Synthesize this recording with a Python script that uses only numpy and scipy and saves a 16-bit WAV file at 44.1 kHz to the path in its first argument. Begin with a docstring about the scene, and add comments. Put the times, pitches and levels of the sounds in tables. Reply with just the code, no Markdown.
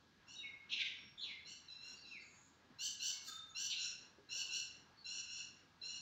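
"""A town hums faintly behind a walled courtyard, where birds gather round a clay water bowl.
A myna gives a few soft notes, and the walls ring after each. Other birds whistle and chatter,
and a pigeon shifts with dull thuds. Near 3 s the myna starts pairs of bright calls, which rasp
as the two sides of its voice box beat together. It squeals once, the pigeon steps on the bowl,
and the calls grow softer."""
import sys
import numpy as np
from scipy import signal
from scipy.fft import rfft, irfft, next_fast_len
from scipy.io import wavfile

SR = 44100
rng = np.random.default_rng(int(sys.argv[2]) if len(sys.argv) > 2 else 0)


def persist_wave(psi):
    """Save psi, clipped to +-1, as 16-bit WAV."""
    counts = np.round(np.clip(psi, -1, 1) * 32767).astype(np.int16)
    wavfile.write(sys.argv[1], SR, np.atleast_2d(counts).T)


N = 265041

# tone colour of the town's rumble: f/Hz, relative level/dB
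TOWN_COLOUR = [(25, -21), (45, -3.5), (62, -10), (110, 0), (250, -1), (400, -6), (630, -11), (900, -7),
               (1500, -7.5), (2600, -14), (4200, -13), (6500, -22), (9500, -41.5), (14000, -38)]
# hums of distant machines: f/Hz, level/dB, pitch drift/Hz
MACHINE_HUMS = [(83.4, -83, 1.6), (1649, -82, 22)]
# myna calls: t/s, length/s, top f/Hz, level/dB, relative pip/dB, rasp/0-1, bite/dB (high tones and hiss)
MYNA_CALLS = [ (0.264, 0.095, 1472, -58.5, -32, 0.75, -7.5), (1.448, .099, 1482, -56.5, -1.5, .74, -3),
              (1.68, 0.078, 1352, -63.5, 12, 0.35, -15), (1.8, .15, 1406, -57, -1.5, .3, -3),
              (2.03, .12, 1345, -61.5, 0.5, 0.47, -6), (2.785, 0.1, 1535, -44, -10.5, 0.53, 8.5),
              (2.99, 0.12, 1511, -43, -7.5, 0.68, 9), (3.546, .13, 1498, -44, -10.5, 0.67, 4.5),
              (3.757, .125, 1435, -45.5, -4, 0.96, -9), (4.288, .145, 1476, -45.5, -9, .85, 2),
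              (4.491, .12, 1458, -44, -13, 0.82, -1), (5.044, .17, 1450, -49, -1, 0.68, -12.5),
              (5.268, 0.16, 1438, -50.5, -14, .6, -16), (5.813, .18, 1441, -53, 5, .53, -16)]
# overtones, and side tones from the voice box's two halves: f/pitch, relative level/dB
VOICE_TONES = [(1.085, -11), (2, 4), (2.43, -12.5), (3, -2.5), (3.45, -29), (4, 0.5), (4.499, -14),
               (4.95, -7), (5.7, -26)]
# highest tones of a forceful call: f/pitch, relative level/dB
BITE_TONES = [(7.5, -47), (8.2, -36.5), (9, -31), (9.6, -28.5), (10.3, -27.5)]
# how long the yard rings: f/Hz, time to fade by 60 dB/s
YARD_RING = [(500, 0.34), (1500, 0.72), (3000, 0.52), (6000, 0.5), (9000, 0.38), (14000, 0.12)]
# echoes off the walls: delay/s, relative level/dB
WALL_ECHOES = [(0.011, -3), (.024, -22), (.047, -9.5), (.083, -12), (.205, -25)]
# clear whistles: t/s, length/s, middle f/Hz, level/dB, fall/octaves
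CLEAR_NOTES = [ (0.355, 0.05967, 3810, -52.5, 0.034), (0.382, 0.08393, 2720, -57.5, 0.35),
               (0.431, 0.078, 2190, -51.5, 0.043), (0.777, .06, 1610, -63.5, .12),
               (0.962, 0.14, 5561, -70, 0.0091), (1.285, .075, 2182, -58.5, 0.144),
               (2.105, .082, 2473, -55.5, 0.456), (3.126, 0.093, 2195, -67, 0),
               (3.488, 0.028, 6740, -58, 0.07)]
# harsh chatter: t/s, length/s, middle f/Hz, level/dB
CHATTER_NOTES = [(0.69, 0.035, 3200, -52), (0.711, .036, 3270, -40.5), (0.748, 0.05, 2955, -47),
                 (0.789, .038, 3025, -39.5), (0.846, .037, 2858, -46), (3.695, .05, 3485, -43)]
# buzzy notes: t/s, length/s, middle f/Hz, level/dB, fall/octaves, warble amount
BUZZY_NOTES = [(1.174, 0.082, 3463, -50, .11, 0.052), (1.205, .045, 4007, -47.5, 0.067, 0.089),
               (1.233, .096, 2666, -56, 0.59, .14), (1.953, 0.084, 4560, -65, 0, .06),
               (2.19, 0.048, 4520, -66, 0.015, 0.045), (2.205, .28, 7150, -59.5, 0, 0.077),
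               (4.97, 0.058, 4440, -64.5, 0.024, .04)]
# the pigeon shifting its weight and wings: t/s, peak level/dB
PIGEON_THUDS = [(1.03, -64), (1.39, -68.5), (1.85, -74), (2.059, -71), (2.701, -57.5), (3.019, -70)]
# the squeal's unrelated tones: length/s, f/Hz, level/dB
SQUEAL_TONES = [(0.19, 3635, -55), (.16, 1296, -62.5), (0.089, 1552, -65), (0.18, 2600, -81),
                (0.048, 6830, -58.5)]
# tone colour of the squeal's harsh start: f/Hz, relative level/dB
SQUEAL_COLOUR = [(1000, -32), (1500, -14), (2100, -17), (2800, -4.5), (3300, -19), (4200, 9), (4800, -1),
                 (6900, -1.5), (8200, -9.5), (9700, -28), (12500, -14), (15500, -15)]
# the pigeon's feet on the bowl: t/s, peak level/dB
PIGEON_STEPS = [(4.181, -56.5), (4.357, -62.5)]
# the clay bowl's own tones: f/Hz, relative level/dB, time to fade by 60 dB/s
BOWL_TONES = [(410, -3.5, 0.16), (514, 1, 0.14), (685.5, -17, .04), (860, -11, 0.064)]


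def from_db(db):
    """Turn decibels into a number to multiply by."""
    return 10 ** (np.asarray(db) / 20)


def unit_power(x):
    """Scale a sound so its average power is 1."""
    return x / np.sqrt(np.mean(x ** 2) + 1e-20)


def at_hz(points, hz):
    """Read between a table's rows, spacing octaves evenly."""
    freq, value = np.transpose(points)
    return np.interp(np.log(np.maximum(hz, 1)), np.log(freq), value)


def add(out, start_s, sound):
    """Mix a sound in at a given time."""
    i = max(round(start_s * SR), 0)
    out[i:i + len(sound)] += sound[:N - i]


def wander(size, rate_hz):
    """A smooth random wobble, about 1 in size."""
    hz = np.fft.rfftfreq(size + SR, 1 / SR)
    slow = rfft(rng.standard_normal(size + SR)) / (1 + (hz / rate_hz) ** 4)
    return unit_power(irfft(slow, size + SR))[:size]


def coloured_noise(colour):
    """Noise of power 1 with the given tone colour."""
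    gain = from_db(at_hz(colour, np.fft.rfftfreq(N, 1 / SR)))
    return unit_power(irfft(rfft(rng.standard_normal(N)) * gain, N))


def phase_of(hz):
    """How far a wave has turned as its pitch moves."""
    return 2 * np.pi * np.cumsum(hz) / SR


def swell(t, rise_s, fall_s):
    """A smooth fade in and fade out."""
    fade_in = np.sin(np.pi / 2 * np.clip(t / rise_s, 0, 1))
    return fade_in * np.sin(np.pi / 2 * np.clip((t[-1] - t) / fall_s, 0, 1))


def uneven(x, depth_db, rate_hz, octaves=6):
    """Let each low octave of a noise rise and sink by itself; the treble stays steady."""
    size = next_fast_len(N)
    spectrum, hz = rfft(x, size), np.fft.rfftfreq(size, 1 / SR)
    centres = 60 * 2.0 ** np.arange(octaves + 1)
    gains = [from_db(depth_db * wander(next_fast_len(N + SR) - SR, rate_hz)[:N]) for _ in range(octaves)]
    bands = [irfft(spectrum * at_hz(list(zip(centres, share)), hz), size)[:N]
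             for share in np.eye(octaves + 1)]
    return sum(gain * band for gain, band in zip(gains + [1], bands))


def town(rumble_db=-70):
    """The far town rumbles unevenly while two machines hum."""
    hum = sum(from_db(db) * unit_power(np.sin(phase_of(hz + drift * wander(N, 23.4))))
              for hz, db, drift in MACHINE_HUMS)
    return hum + from_db(rumble_db) * uneven(coloured_noise(TOWN_COLOUR), depth_db=2.22, rate_hz=7)


def myna_call(length, top_hz, level_db, pip_db, rasp, bite_db, crest=0.7, open_s=0.036,
              jitter=0.0159, detune=0.065, flutter=0.78, flutter_hz=140, hiss_hz=(3080, 6170)):
    """A call starts as a pure pip; then the beak opens and the voice turns bright and harsh."""
    t = np.arange(int(length * SR)) / SR
    progress = t / length
    # the pitch climbs from nearly the same place each time, then sags a little
    push_hz = top_hz - 1444   # how far above a call of middling effort
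    first_hz = 1360.4 + 0.096 * push_hz
    climb = first_hz + (top_hz - first_hz) * np.abs(np.sin(np.pi / 2 * progress / crest)) ** 1.38
    sag = top_hz * (1 - 0.03 * ((progress - crest) / (1 - crest)) ** 2)
    pitch = np.where(progress < crest, climb, sag)
    tilt_db = 2.5 + 0.03 * push_hz   # per octave: a call pushed higher is brighter
    tones = [(k, db + tilt_db * np.log2(k / 3)) for k, db in VOICE_TONES]
    tones += [(k, db + bite_db) for k, db in BITE_TONES]
    harsh = rasp * np.minimum(0.65 + progress, 1)
    left, right, rattle, *shakes = wander((len(tones) + 3) * len(t), flutter_hz).reshape(-1, len(t))
    # both sides of the voice box sound, one a little flat, so they beat together
    flat = detune * np.minimum(0.3024 + 1.2 * progress, 1)
    upper = phase_of(pitch * (1 + jitter * np.sqrt(harsh) * left))
    lower = phase_of(pitch * (1 + jitter * np.sqrt(harsh) * right - flat))
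    voice = np.zeros(len(t))
    for (k, db), shake in zip(tones, shakes):
        tone = np.sin(k * upper) + 0.93 * harsh * np.sin(k * lower)
        rise_s = open_s * (max(k, 2) / 3) ** 0.93   # higher tones come in more slowly
        voice += from_db(db) * tone * (1 + flutter * harsh * shake) * swell(t, rise_s, 0.02)
    # air rushes through the open beak, most of all late in a forceful call
    hiss_band = signal.butter(4, hiss_hz, "band", fs=SR, output="sos")
    hiss = unit_power(signal.sosfilt(hiss_band, rng.standard_normal(len(t))))
    voice = unit_power(voice) + from_db(bite_db - 14) * hiss * swell(t, length, 0.0077)
    voice *= np.exp(0.11 * harsh * rattle)
    pip = (np.sin(3 * upper) + harsh * np.sin(3 * lower)) / np.hypot(1, harsh)
    pip *= swell(t, 0.008, 0.02) * np.exp(-t / 0.06)
    return from_db(level_db) * (unit_power(voice) + 1.8 * from_db(pip_db) * pip)


def myna():
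    """The myna calls softly at first, then in loud pairs that ease off."""
    out = np.zeros(N)
    for start_s, *call in MYNA_CALLS:
        add(out, start_s, myna_call(*call))
    return out


def courtyard(x, direct_db, ring_db=-0.5, overall_db=-2.0, build_s=0.012, escape=1.18):
    """Sound arrives directly, bounces off the walls, and fades ever faster as it escapes to the sky."""
    t = np.arange(SR) / SR
    hz, noise = np.fft.rfftfreq(SR, 1 / SR), rfft(rng.standard_normal(SR))
    centres, fade_times = np.transpose(YARD_RING)
    ring = np.zeros(SR)
    for share, fade_s in zip(np.eye(len(centres)), fade_times):
        band = irfft(noise * at_hz(list(zip(centres, share)), hz), SR)
        ring += band * from_db(-60 * (t / fade_s) ** escape)
    echoes = from_db(ring_db) * ring * (1 - np.exp(-t / build_s)) / np.sqrt(0.044 * SR)
    echoes[0] += from_db(direct_db)
    for delay, echo_db in WALL_ECHOES:
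        echoes[int(delay * SR * rng.uniform(0.97, 1.03))] += from_db(echo_db)
    return from_db(overall_db) * signal.fftconvolve(x, echoes)[:N]


def whistle(length, middle_hz, level_db, fall, warble, overtone_db, warble_hz=210, early_fall=0.36):
    """A nearly pure note slides down, slowly at first; a deep, fast warble turns it into chatter."""
    t = np.arange(int(length * SR)) / SR
    first_hz = middle_hz * 2 ** (fall * early_fall)
    last_hz = middle_hz / 2 ** (fall * (1 - early_fall))
    slide = np.interp(t, [0, length / 2, length], [first_hz, middle_hz, last_hz])
    shake_hz = warble_hz * from_db(2 * wander(len(t), 39.9))
    shake = 0.88 * np.sin(phase_of(shake_hz)) + 0.547 * wander(len(t), 384)
    phase = phase_of(slide * 2 ** (warble * 1.372 * np.tanh(shake)))
    tone = np.sin(phase) + from_db(overtone_db) * np.sin(2 * phase)
    return from_db(level_db) * unit_power(tone * swell(t, 0.014, 0.01))


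def other_birds(cutoff_hz=6340):
    """Birds farther off chatter, buzz and whistle, with their highest tones cut away."""
    out = np.zeros(N)
    for start_s, *note in CHATTER_NOTES:
        add(out, start_s, whistle(*note, fall=0.298, warble=0.3046, overtone_db=-14.5))
    for start_s, *note in BUZZY_NOTES:
        add(out, start_s, whistle(*note, overtone_db=-13.5))
    for start_s, *note in CLEAR_NOTES:
        add(out, start_s, whistle(*note, warble=0.019, overtone_db=-34))
    return signal.sosfilt(signal.butter(12, cutoff_hz, fs=SR, output="sos"), out + 1e-18)


def pigeon_thuds(middle_hz=130, fade_s=0.026):
    """The pigeon's wings and body make soft, dull thuds."""
    out, t = np.zeros(N), np.arange(SR // 5) / SR
    dull = signal.butter(2, [middle_hz / 2, middle_hz * 2], "band", fs=SR, output="sos")
    for start_s, level_db in PIGEON_THUDS:
        thud = signal.sosfilt(dull, rng.standard_normal(len(t)) * np.exp(-t / fade_s))
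        add(out, start_s, from_db(level_db) * thud / np.abs(thud).max())
    return out


def myna_squeal(start_s=3.272, peak_s=3.286, rise_db_per_s=330, fall_db_per_s=780):
    """Unrelated tones creak together; a harsh noise swells and breaks off at their start."""
    out = np.zeros(N)
    for length, hz, level_db in SQUEAL_TONES:
        t = np.arange(int(length * SR)) / SR
        tone = np.sin(phase_of(hz + 30 * wander(len(t), 60.5))) * swell(t, 0.016, 0.32)
        add(out, start_s, from_db(level_db) * unit_power(tone))
    since_peak = np.arange(N) / SR - peak_s
    noise_db = -47.5 + np.minimum(rise_db_per_s * since_peak, -fall_db_per_s * since_peak)
    return out + from_db(noise_db) * coloured_noise(SQUEAL_COLOUR)


def pigeon_steps(scuff_s=0.012):
    """Each foot scuffs the clay bowl, which rings briefly."""
    out, t = np.zeros(N), np.arange(SR // 5) / SR
    ring = sum(from_db(db - 60 * t / fade_s) * np.sin(2 * np.pi * hz * t)
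               for hz, db, fade_s in BOWL_TONES)
    for start_s, level_db in PIGEON_STEPS:
        scuff = rng.standard_normal(len(t)) * np.exp(-t / scuff_s)
        knock = signal.fftconvolve(ring, scuff)
        add(out, start_s, from_db(level_db) * knock / np.abs(knock).max())
    return out


def scene():
    """Bird calls ring round the yard, with the pigeon close by and the town behind."""
    calls = courtyard(myna() + myna_squeal(), direct_db=-2.0)
    whistles = courtyard(other_birds(), direct_db=-0.5)
    return (calls + whistles + pigeon_steps() + pigeon_thuds() + town())[None]


def record(dry, cutoff_hz=15750):
    """Cut the very highest treble steeply."""
    return signal.sosfiltfilt(signal.ellip(10, 0.1, 60, cutoff_hz, fs=SR, output="sos"), dry)


dry = scene()
out = record(dry)
persist_wave(out)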